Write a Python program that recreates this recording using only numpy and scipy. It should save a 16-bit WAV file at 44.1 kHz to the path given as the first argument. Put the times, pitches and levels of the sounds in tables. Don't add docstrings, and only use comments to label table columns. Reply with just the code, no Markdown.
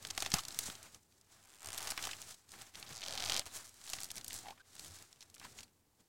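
import sys
import numpy as np
from scipy import signal
from scipy.fft import rfft, irfft, next_fast_len
from scipy.io import wavfile
from scipy.ndimage import uniform_filter1d, map_coordinates

SR = 44100
rng = np.random.default_rng(int(sys.argv[2]) if len(sys.argv) > 2 else 0)


def magnitude_from_level(level_db):
    exponent = np.asarray(level_db, float) / 20
    return 10 ** exponent


def waveform_to_disk(signal):
    frames = np.transpose(np.atleast_2d(signal))
    scaled = np.clip(frames, -1, 1) * 32767
    samples = np.round(scaled).astype(np.int16)
    wavfile.write(sys.argv[1], SR, samples)


N = 268128

# pitch_hz, level_db
ROOM_HISS = [(15, -40.5), (25, 0.5), (135, -4), (470, -7.5), (634, -16.5), (854, -7.5), (1360, -22),
             (8140, -19), (14800, -18.5), (16500, -16)]
# pitch_hz, width_hz, level_db
DESK_MODES = [(86.4, 23, -1.5), (158, 126, -6.5), (283, 290, -9.5)]
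# pitch_hz, width_hz, level_db
POCKET_MODES = [(350, 140, -15), (656, 84, -5.5), (780, 72, -2), (1100, 654, -3), (1840, 3730, -8.5)]
# pitch_hz, level_db
GRAIN_HISS = [(530, -66), (900, -9), (1670, -2.5), (2690, -9), (3970, 0), (7850, 4), (15200, -14),
              (15900, -5), (16500, -88)]
# hardest_s, rubbing_db, swell_s, fade_s
FINGER_STROKES = [(.065, -61, 0.16, 0.28), (.234, -56, 0.12, 0.16), (0.349, -44.5, 0.013, 0.057),
                  (0.662, -50.5, 0.28, 0.12), (0.855, -60.5, 0.077, 0.063), (.95, -66, 0.065, 0.052),
                  (1.15, -78, 0.49, 0.27), (1.33, -71.5, 0.1, 0.31), (1.56, -79, 0.17, 0.037),
                  (1.907, -56, 0.27, 0.057), (2.049, -53, 0.12, 0.27), (2.2, -62.5, 0.037, 0.16),
                  (2.31, -55.5, 0.11, 0.05), (2.39, -73.5, 0.092, 0.37), (2.55, -59.5, 0.073, 0.084),
                  (2.62, -57, 0.064, 0.038), (2.672, -65.5, .04, 0.054), (2.774, -61, 0.047, 0.32),
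                  (2.91, -59, 0.035, 0.065), (3.37, -54, 0.43, 0.077), (3.465, -53, 0.0067, 0.028),
                  (3.565, -55, 0.076, 0.15), (3.841, -71.5, 0.37, 0.081), (3.941, -55, 0.17, 0.25),
                  (4.178, -57, 0.038, 0.067), (4.355, -52, 0.096, 0.14), (4.5, -67, 0.06, 0.049),
                  (4.59, -74, 0.13, 0.034), (4.738, -69, .045, 0.046), (4.768, -70, 0.031, 0.054),
                  (4.855, -60.5, 0.2, 0.27), (5.013, -61, 0.22, 0.055), (5.223, -74.5, 0.22, 0.56),
                  (5.453, -58.5, 0.066, 0.062), (5.601, -62, 0.17, 0.068), (6.006, -73, 0.032, 0.038)]
# time_s, brightest_hz, cupped_db, weight_db
HAND_GRIP = [(0, 4960, 1, 2), (.35, 3980, 6.5, 3.5), (.62, 6100, -4.5, -3.5), (.8, 5500, 5.5, 0.5),
             (1.1, 6400, -4.5, -0.5), (1.62, 6400, 12, -3.5), (1.95, 4870, 7, 0), (2.35, 6300, -5.5, -7),
             (2.55, 5130, 1.5, -2), (3.299, 4130, 10.5, 3.5), (3.561, 7000, 1.5, -2),
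             (3.78, 5600, -2.5, -8), (4.22, 5650, 0.5, 3), (4.37, 7900, -10, -4.5), (4.5, 2930, 4.5, 5),
             (4.63, 4000, 2, -4), (4.8, 6060, -3, -1), (5.201, 5600, 0.5, -3), (5.452, 4700, -2, 1.5)]
# start_s, peak_db, pitch_hz, t60_s
THUMPS_AND_NOTES = [(.3385, -26, 172, 0.039), (.688, -35, 186, 0.015), (.682, -37, 684, 0.0093),
                    (0.841, -60, 89, 0.33), (1.67, -54, 95, .3), (2.915, -53, 140, 0.16),
                    (4.9, -53.5, 92, 0.34), (4.437, -53, 746, 0.039), (4.449, -47, 780, 0.029),
                    (4.4575, -44.5, 814, 0.045), (4.467, -44, 804, 0.055), (4.484, -40.5, 800, 0.046),
                    (4.497, -48, 830, 0.046), (4.507, -43.5, 797, 0.052), (4.513, -49, 830, 0.028),
                    (4.52, -51, 900, 0.029), (4.527, -53, 1100, 0.038)]
# start_s, peak_db, pitch_hz
SKIN_SQUEAKS = [
    (0.38, -35.5, 1200),
    (3.5, -52, 3888),
    (3.4, -45, 3300),
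    (4.6, -52.5, 1540),
    (5.443, -50, 4500),
    (6.3, -41.5, 4000),
    (5.582, -45, 6900),
    (8.4, -49, 2800),
    (5.634, -57, 4400),
]
# start_s, peak_db, brightest_hz
UNFOLD_SLIPS = [(.026, -40, 6900), (0.0702, -35, 7000), (0.075, -41, 8000), (.1055, -29, 4500),
                (0.1088, -26, 6000), (0.2035, -27, 5900), (0.3035, -33, 8000), (.3395, -19.5, 6350),
                (.3412, -13, 6050), (0.3414, -24.5, 4990), (.318, -23, 4300), (0.332, -33, 6500),
                (.36, -45.5, 3000), (0.368, -33.5, 5500), (0.385, -26.5, 6200), (0.3922, -30, 5030),
                (0.436, -35, 5680), (0.4512, -30.5, 5560), (0.4839, -28, 6400), (0.5067, -35.5, 5000),
                (.524, -38.5, 5300), (0.5454, -35, 5560), (.6078, -36, 5830), (0.638, -32, 6600),
                (0.753, -36.5, 4970), (0.829, -39, 7500), (0.946, -40, 5400), (1.1234, -60, 4200),
                (1.2124, -50.5, 6540)]
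FLEX_SLIPS = [(1.7777, -26, 8800), (1.779, -30, 4500), (1.8776, -31, 4450), (1.891, -32, 5860),
              (1.9043, -23.5, 6660), (1.91, -25, 8000), (1.933, -39, 5840), (1.967, -44, 5500),
              (1.99, -35, 2300), (2.001, -40, 5500), (2.0154, -40, 6160), (2.0256, -30, 6030),
              (2.0296, -40, 3050), (2.039, -31, 4340), (2.0912, -36.5, 2100), (2.112, -34, 3200),
              (2.1325, -32, 3000), (2.167, -39, 6500), (2.186, -47, 4000), (2.217, -35, 7560),
              (2.2246, -39, 4600), (2.3033, -42, 5080), (2.324, -45, 5230), (2.343, -42, 6000),
              (2.492, -45, 6530), (2.5185, -36.5, 7100), (2.5379, -46, 1930), (2.6034, -57, 6500),
              (2.613, -39.5, 4000), (2.619, -35.5, 8000), (2.667, -48, 4500), (2.739, -51, 4500),
              (2.747, -43, 4000), (2.7545, -33.5, 4350), (2.798, -37, 8660), (2.827, -33.5, 3870)]
KNEAD_SLIPS = [(3.6928, -42, 8000), (3.742, -46, 8000), (3.8144, -42.5, 5800), (3.84, -39.5, 6970),
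               (3.8585, -47, 3800), (3.8658, -38, 7500), (3.8765, -36.5, 3830), (3.8832, -38, 6800),
               (3.893, -36, 5500), (3.9, -29.5, 7050), (3.906, -35, 6720), (3.921, -40, 5500),
               (3.9525, -36, 5700), (3.9857, -35.5, 3600), (4.004, -30, 8220), (4.014, -32, 5940),
               (4.022, -35, 5710), (4.0334, -24.5, 7700), (4.0438, -28.5, 8770), (4.0547, -36, 5740),
               (4.0656, -41, 8570), (4.088, -43, 5800), (4.1042, -32.5, 5400), (4.1147, -29.5, 8110),
               (4.149, -44, 5810), (4.1562, -34, 7400), (4.165, -31, 7380), (4.1715, -37, 4400),
               (4.1808, -30, 6140), (4.2118, -36.5, 4860), (4.2452, -29, 8300), (4.2637, -42, 5350),
               (4.2805, -31, 9300), (4.3063, -34, 3360), (4.3417, -29, 9400), (4.3492, -30, 8300),
               (4.3636, -34, 7800), (4.4572, -48, 2180), (4.467, -47, 2200), (4.4843, -40, 3200),
               (4.504, -48, 9500), (4.5065, -40, 3550), (4.577, -53, 1820), (4.604, -58, 4880),
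               (4.731, -54, 5000), (4.781, -46, 5500)]
SMOOTH_SLIPS = [(4.753, -38.5, 6940), (4.7646, -45.5, 4050), (4.795, -33, 6740), (4.847, -36, 7840),
                (4.86, -43, 5900), (4.8657, -41, 7500), (5.0244, -38.5, 7700), (5.1277, -42, 5360),
                (5.16, -53, 5050), (5.1685, -61, 2500), (5.2075, -42, 5540), (5.2167, -47, 5060),
                (5.226, -43.5, 5060), (5.2999, -47, 7400), (5.343, -44.5, 6360), (5.365, -50, 2070),
                (5.381, -45, 5240), (5.398, -39, 6550), (5.401, -48, 2500), (5.4276, -45.5, 1980),
                (5.4407, -40, 5030), (5.4459, -44, 2160), (5.459, -52, 3500), (5.588, -38, 4000),
                (5.6308, -43.5, 4450), (5.633, -40, 6960), (5.6797, -59, 4130)]
# start_s, peak_db, brightest_hz
EARLY_TICKS = [(0.0864, -41, 5700), (0.1501, -40, 5700), (0.1639, -40.5, 8300), (0.1716, -59, 5500),
               (0.1894, -34, 5600), (0.1977, -40, 6500), (0.215, -41, 6700), (0.229, -33.5, 3250),
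               (0.249, -33.5, 4500), (0.2573, -36, 4000), (0.275, -38.5, 4350), (0.29, -52, 3900),
               (0.3111, -45.5, 4080), (0.348, -28.5, 6500), (0.3995, -34.5, 6520), (0.406, -35, 6500)]
DRAG_TICKS = [(4.3015, -36, 6700), (4.3163, -48, 5100), (4.3213, -37, 3900), (4.3304, -31.5, 8800),
              (4.3333, -47, 4100), (4.354, -40, 8600), (4.3775, -40, 7400), (4.3885, -33, 8300),
              (4.3923, -41, 6500), (4.408, -50, 5800), (4.84, -43, 7500), (4.8716, -46, 6600),
              (4.88, -44, 8000), (4.902, -49, 7800), (4.909, -45, 6000), (4.919, -45, 7000),
              (4.929, -49, 6500), (4.9387, -47, 5970), (4.945, -44, 7000), (4.9567, -45, 6800),
              (4.9657, -46, 6700), (4.9753, -47, 5200), (4.9873, -46, 6300), (5.0002, -53, 5400),
              (5.0095, -55, 5300), (5.019, -55, 7000), (5.3487, -42, 8750), (5.359, -48, 6000),
              (5.4142, -46, 1490), (5.4499, -44.5, 1490), (5.4657, -51, 1500), (5.498, -52, 8000),
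              (5.5281, -52, 6100), (5.5576, -52, 6300)]
# pitch_hz, width_hz, level_db
BENT_FOLD_MODES = [(3030, 420, -5.5), (5800, 320, -23), (7400, 1300, -2.5), (8800, 920, 8)]
ROLLED_FOLD_MODES = [(3110, 240, -0.5), (4600, 800, 9), (5390, 220, -5), (7700, 800, -5)]
# start_s, peak_db
FLAP_SLIPS = [(1.4282, -52), (1.438, -52), (1.4422, -52), (1.4504, -53), (1.4556, -50), (1.4727, -51),
              (1.4814, -55), (1.4882, -52), (1.4951, -50), (1.5028, -50), (1.5085, -50), (1.518, -52),
              (1.5245, -51), (1.5311, -49), (1.5384, -46), (1.5468, -48), (1.5561, -49), (1.5658, -50),
              (1.5773, -52), (1.5861, -52), (1.5958, -47), (1.6057, -45), (1.6142, -56), (1.6194, -42),
              (1.6302, -38), (1.6392, -50), (1.6456, -34), (1.659, -32), (1.6718, -31), (1.6778, -43),
              (1.6872, -29), (1.6925, -42), (1.7039, -31), (1.72, -34), (1.7305, -29), (1.7383, -31),
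              (1.7455, -32), (1.7538, -37), (1.7618, -40), (1.7661, -40), (1.7737, -39), (1.7844, -30),
              (1.7936, -35), (1.8056, -32), (1.8184, -33), (1.8273, -30), (1.8321, -34), (1.8385, -36),
              (1.8449, -34), (1.8524, -33), (1.8608, -38)]
# start_s, peak_db
ROLL_TICKS = [(3.0388, -28), (3.0625, -27), (3.0832, -24), (3.108, -27), (3.1249, -26), (3.1368, -27),
              (3.1535, -26), (3.1764, -23), (3.2037, -24), (3.2238, -23), (3.2395, -23), (3.2605, -22),
              (3.2792, -28), (3.2976, -16), (3.3209, -17), (3.3328, -22), (3.3439, -18), (3.3651, -16),
              (3.3744, -19), (3.3944, -15)]
# start_s, peak_db, brightest_hz
ROLL_SCUFFS = [(2.8644, -43, 4100), (2.8746, -42, 4300), (2.8819, -40, 4600), (2.8921, -37, 6800),
               (2.9074, -40, 3700), (2.9259, -37, 3700), (2.9307, -38, 6500), (2.9441, -37, 6600),
               (2.9529, -35, 6500), (2.9609, -32, 6400), (2.9689, -32, 6600), (2.978, -31, 5800),
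               (2.9875, -38, 5000), (2.997, -38, 5400), (3.0084, -35, 5600), (3.0137, -42, 7500),
               (3.0182, -34, 3900), (3.0291, -33, 3400), (3.0344, -32, 4000), (3.0511, -34, 5200),
               (3.0571, -38, 5200), (3.0766, -33, 4000), (3.0945, -31, 5300), (3.0997, -35, 4600),
               (3.1157, -37, 6700), (3.1427, -33, 4500), (3.162, -35, 5000), (3.1821, -31, 4200),
               (3.1893, -36, 4400), (3.1986, -29, 4400), (3.2143, -38, 4500), (3.2335, -29, 4100),
               (3.2492, -26, 7200), (3.2565, -26, 5500), (3.2735, -29, 5000), (3.2879, -26, 5600),
               (3.3022, -27, 5600), (3.3133, -32, 3300), (3.3385, -27, 4800), (3.3521, -27, 3900),
               (3.3569, -32, 3100), (3.3788, -25, 4500), (3.3887, -33, 4500), (3.4036, -35, 5400),
               (3.4152, -39, 4000), (3.4198, -42, 2500)]
# first_s, last_s, slips_per_s, first_db, last_db
ROLL_TRAINS = [
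    (3.4569, 3.4794, 133, -35, -37),
    (3.5284, 3.5538, 118, -40, -32),
    (3.5608, 3.5879, 148, -29, -35),
    (3.6444, 3.6775, 122, -38, -40),
    (3.752, 3.803, 137, -51, -48),
]
# start_s, peak_db, brightest_hz, knock_db
LOUD_CRACKS = [(0.0503, -27, 4000, -5.5), (0.103, -28, 4000, -9), (0.1776, -18.5, 5150, -4.5),
               (0.2233, -17, 5800, -8), (0.262, -21.5, 4550, -6), (0.339, -19.5, 5400, 3),
               (0.5898, -13.5, 8160, -23), (0.6999, -33.5, 3250, 3), (1.873, -24.5, 5700, -5),
               (1.9188, -26.5, 4230, -0.5), (1.977, -26.5, 2540, 0), (2.0528, -23.5, 5960, -12),
               (2.071, -39, 2580, 13.5), (2.0785, -29, 6000, -20), (3.9341, -21, 5330, -11.5),
               (5.607, -33.5, 5800, -20)]

ROOM_DB = -78
SHAKE_DB, SHAKE_AT_DB, SHAKE_GROWS = -65, -58.5, 0.71
SWELL_DB, TOUCH_DB_PER_S, LIFT_DB_PER_S = 15, 250, 87.5
RESTING_GRIP_DB = -85
KNOCK_DB, KNOCK_HZ, KNOCK_DB_PER_OCTAVE = -10, 4000, -5.5
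JITTER, SPREAD_DB = 0.07, 1.5
TUBE_HZ, TUBE_T60_S, TUBE_DB, TUBE_GROWS, TUBE_WANDER = 680, 0.028, -46, 0.32, 0.1
FLAP_FLAT_S, ROLL_SHUT_S = 1.775, 3.02
NOTE_ROUGH = 0.035


def unit(x):
    return x / np.sqrt(np.mean(x ** 2) + 1e-20)


def filtered(x, response):
    size = next_fast_len(x.shape[-1] + 4096)
    spectrum = rfft(x, size) * response(np.fft.rfftfreq(size, 1 / SR))
    return irfft(spectrum, size)[..., :x.shape[-1]]


def colour(points):
    f, db = np.transpose(points)
    return lambda hz: magnitude_from_level(np.interp(np.log(hz + 1), np.log(f + 1), db))


def modes(table):
    def response(f):
        total = 0
        for k, (c, width, db) in enumerate(table):
            total = total + (-1) ** k * magnitude_from_level(db) * 1j * f * width / (c * c - f * f + 1j * f * width)
        return total
    return response


def wobble(rate):
    knots = rng.standard_normal(int(N * 200 / SR) + 4)
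    return map_coordinates(knots, [np.arange(N) * min(rate, 200) / SR])


def hands(control):
    t = np.arange(0, N + 64, 64) / SR
    s, db, swell, fade = np.transpose(FINGER_STROKES)[:, :, None]
    lost = SWELL_DB * np.maximum((s - t) / swell, (t - s) / fade)
    lost += TOUCH_DB_PER_S * np.maximum(s - swell - t, 0)
    lost += LIFT_DB_PER_S * np.maximum(t - s - fade, 0)
    effort_db = 10 * np.log10(np.sum(magnitude_from_level(db - lost) ** 2, axis=0) + magnitude_from_level(RESTING_GRIP_DB) ** 2)
    grip_s, hz, cupped_db, weight_db = np.transpose(HAND_GRIP)
    shake_db = SHAKE_DB + SHAKE_GROWS * (effort_db - SHAKE_AT_DB)
    controls = {
        "rubbing_db": effort_db,
        "brightest_hz": np.interp(t, grip_s, hz),
        "pocket_db": effort_db + np.interp(t, grip_s, cupped_db),
        "shake_db": shake_db + np.interp(t, grip_s, weight_db)}
    return np.interp(np.arange(N) / SR, t, controls[control])


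def scatter(s, shapes):
    at = np.round(s * SR).astype(int)[:, None] + np.arange(shapes.shape[1])
    return np.bincount(at.ravel(), shapes.ravel(), N + SR)[:N]


def cracks(hz, size, spike, rise, t60, alike, sharpness, edge_db):
    t = np.arange(size) / SR
    noise = rng.standard_normal((len(hz), size + 1))
    life = t60 * (5000 / hz[:, None]) ** 0.6 * np.exp(0.15 * noise[:, -1:])
    share = np.clip(alike, 0, 1)
    chatter = share * noise[0, :-1] + np.sqrt(1 - share ** 2) * noise[:, :-1]
    chatter = chatter * magnitude_from_level(-60 * t / life) * (1 - np.exp(-t / rise))
    chatter *= np.exp(0.45 * rng.standard_normal(chatter.shape))
    chatter[:, round(rise * SR)] += spike * np.sign(noise[:, -1] - 2 * share)
    c, f = hz[:, None], np.fft.rfftfreq(2 * size, 1 / SR)
    patch = 1j * f * c / sharpness / (c * c - f * f + 1j * f * c / sharpness)
    patch = patch ** 2 + magnitude_from_level(edge_db) * 1j * f / (1500 + 1j * f)
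    patch = patch / (1 + 1j * f / (3 * c)) ** 2 / (1 + 1j * f / 15000) ** 2
    out = irfft(rfft(chatter, 2 * size) * patch, 2 * size)[:, :size]
    return out / np.abs(out).max(axis=1, keepdims=True)


def slips(s, db, hz, knock_db, rise, **kind):
    shapes = cracks(hz, size=1024, rise=rise, **kind)
    t = np.arange(256) / SR
    push = magnitude_from_level(-60 * t / 0.016) * (0.57 + rng.standard_normal((len(s), 256)))
    knocks = scatter(s, (magnitude_from_level(db) * magnitude_from_level(knock_db))[:, None] * push)
    pocket = magnitude_from_level(8.0) * filtered(knocks, modes(POCKET_MODES))
    desk = magnitude_from_level(-21.5) * filtered(knocks, modes(DESK_MODES))
    return scatter(s - rise, magnitude_from_level(db)[:, None] * shapes) + pocket + desk


def creak(table, fold, ring_db, level_db, **kind):
    s, db = np.transpose(table)
    hz = hands("brightest_hz")[(s * SR).astype(int)] * np.exp(0.04 * rng.standard_normal(len(s)))
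    run = slips(s, db + level_db, 1.2 * hz, **kind)
    return filtered(run, lambda f: 1 + magnitude_from_level(ring_db) * modes(fold)(f))


def trains(table):
    rows = []
    for first, last, rate, first_db, last_db in table:
        u = np.linspace(0, 1, round((last - first) * rate) + 1)
        chance = rng.standard_normal((len(u), 2))
        late = JITTER / rate * chance[:, 0] * np.sin(np.pi * u)
        s = first + u * (last - first) + late
        db = first_db + u * (last_db - first_db) + SPREAD_DB * chance[:, 1]
        rows += zip(s, db)
    return rows


def quiet_room():
    return magnitude_from_level(ROOM_DB + 1.0) * unit(filtered(rng.standard_normal(N), colour(ROOM_HISS)))


def shake():
    jolts = rng.standard_normal(N) * magnitude_from_level(1.2 * wobble(14))
    return magnitude_from_level(hands("shake_db") + 3.0) * unit(filtered(jolts, modes(DESK_MODES)))


def rubbing():
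    uneven = magnitude_from_level(1.5 * wobble(30) + 2.5 * wobble(120))
    hiss = unit(uneven * filtered(rng.standard_normal(N), colour(GRAIN_HISS)))
    dull = filtered(hiss, lambda hz: 1 / (1 + 1j * hz / 5200) ** 2)
    hiss = dull + (hands("brightest_hz") / 6000) ** 0.42 * (hiss - dull)
    jerks = rng.standard_normal(N) * magnitude_from_level(1.2 * wobble(90))
    pocket_air = unit(filtered(jerks, modes(POCKET_MODES)))
    return magnitude_from_level(hands("rubbing_db") + 3.0) * hiss + magnitude_from_level(hands("pocket_db") - 0.5) * pocket_air


def rings():
    s, db, hz, t60 = np.transpose(THUMPS_AND_NOTES)[:, :, None]
    t = np.arange(8192) / SR
    steps = rng.standard_normal((len(s), len(t)))
    drift = NOTE_ROUGH * hz / 800 * np.cumsum(steps, axis=1)
    tone = np.sin(2 * np.pi * hz * t + drift)
    return scatter(s[:, 0], magnitude_from_level(db - 60 * t / t60) * tone * (1 - np.exp(-t / 0.00017)))


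def squeaks():
    return slips(*np.transpose(SKIN_SQUEAKS), knock_db=-41, spike=0, rise=0.0052, t60=0.14,
                 alike=0, sharpness=5.4, edge_db=-14.5)


def crackle(count=2600):
    draw = rng.random((count, 3))
    s = np.sort(draw[:, 0]) * (N - 1) / SR
    at = (s * SR).astype(int)
    size_db = -3 * np.log(draw[:, 1] + 0.12) + 2.3 * wobble(45)[at]
    hz = hands("brightest_hz")[at] * 0.51 ** (draw[:, 2] - 0.5)
    shapes = cracks(hz, size=384, spike=4.2, rise=0.00065, t60=0.0062,
                    alike=0, sharpness=0.24, edge_db=-3.5)
    return magnitude_from_level(hands("rubbing_db") - 7.0) * unit(scatter(s, magnitude_from_level(size_db)[:, None] * shapes))


def tube():
    inside = [row[:-1] for row in ROLL_SCUFFS if row[0] > ROLL_SHUT_S]
    s, db = np.transpose(ROLL_TICKS + inside)[:, :, None]
    t = np.arange(2048) / SR
    chance = rng.standard_normal((len(s), 2))
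    level_db = TUBE_DB + TUBE_GROWS * (db - db.mean()) + 2 * SPREAD_DB * chance[:, :1]
    hz = TUBE_HZ * np.exp(TUBE_WANDER * chance[:, 1:])
    note = magnitude_from_level(level_db - 60 * t / TUBE_T60_S) * np.sin(2 * np.pi * hz * t)
    return scatter(s[:, 0], note * (1 - np.exp(-t / 0.0016)))


def scuffs():
    return slips(*np.transpose(ROLL_SCUFFS), knock_db=-12.5, spike=7, rise=0.0006, t60=0.021,
                 alike=0.4, sharpness=1.1, edge_db=-22)


def roll():
    ticks = creak(trains(ROLL_TRAINS) + ROLL_TICKS, ROLLED_FOLD_MODES, ring_db=-3.5, level_db=0.5,
                  knock_db=-17, spike=15, rise=0.0003, t60=0.022, alike=0.75, sharpness=0.85,
                  edge_db=-13.0)
    return ticks + magnitude_from_level(0.5) * scuffs()


def flap():
    kind = dict(spike=4, rise=0.0006, t60=0.018, alike=0.6, sharpness=0.55, edge_db=-7)
    bending = [row for row in FLAP_SLIPS if row[0] < FLAP_FLAT_S]
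    lying = [row for row in FLAP_SLIPS if row[0] > FLAP_FLAT_S]
    bent = creak(bending, BENT_FOLD_MODES, ring_db=2.0, level_db=-2, knock_db=-4.0, **kind)
    flat = creak(lying, ROLLED_FOLD_MODES, ring_db=-21, level_db=0.5, knock_db=-6, **kind)
    return bent + flat


def snaps():
    gestures = UNFOLD_SLIPS + FLEX_SLIPS + KNEAD_SLIPS + SMOOTH_SLIPS
    s, db, hz = np.transpose(gestures + EARLY_TICKS + DRAG_TICKS)
    knock_db = KNOCK_DB + KNOCK_DB_PER_OCTAVE * np.log2(hz / KNOCK_HZ)
    small = slips(s, db, hz, knock_db, spike=3.2, rise=0.0006, t60=0.019,
                  alike=0, sharpness=0.67, edge_db=-24.0)
    loud = slips(*np.transpose(LOUD_CRACKS), spike=8.3, rise=0.0008664, t60=0.027,
                 alike=0, sharpness=0.51, edge_db=-15.0)
    return small + loud


def scene():
    room = quiet_room()
    folds = snaps() + flap() + roll()
    handling = crackle() + rings() + rubbing() + shake()
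    tones = squeaks() + tube()
    return (room + folds + handling + tones)[None]


def top_cut(x):
    return signal.sosfilt(signal.butter(12, 16820, fs=SR, output="sos"), x)


def record(dry):
    level = np.abs(dry)
    squeeze = np.abs(uniform_filter1d(level, size=8192)) ** 0.27
    sag = squeeze * filtered(level, lambda hz: 1.5 / (1 + 1j * hz / 30))
    band = filtered(dry - sag, lambda hz: 1 / np.sqrt(1 + (hz / 15900) ** 60))
    return top_cut(band)


dry = scene()
out = record(dry)
waveform_to_disk(out)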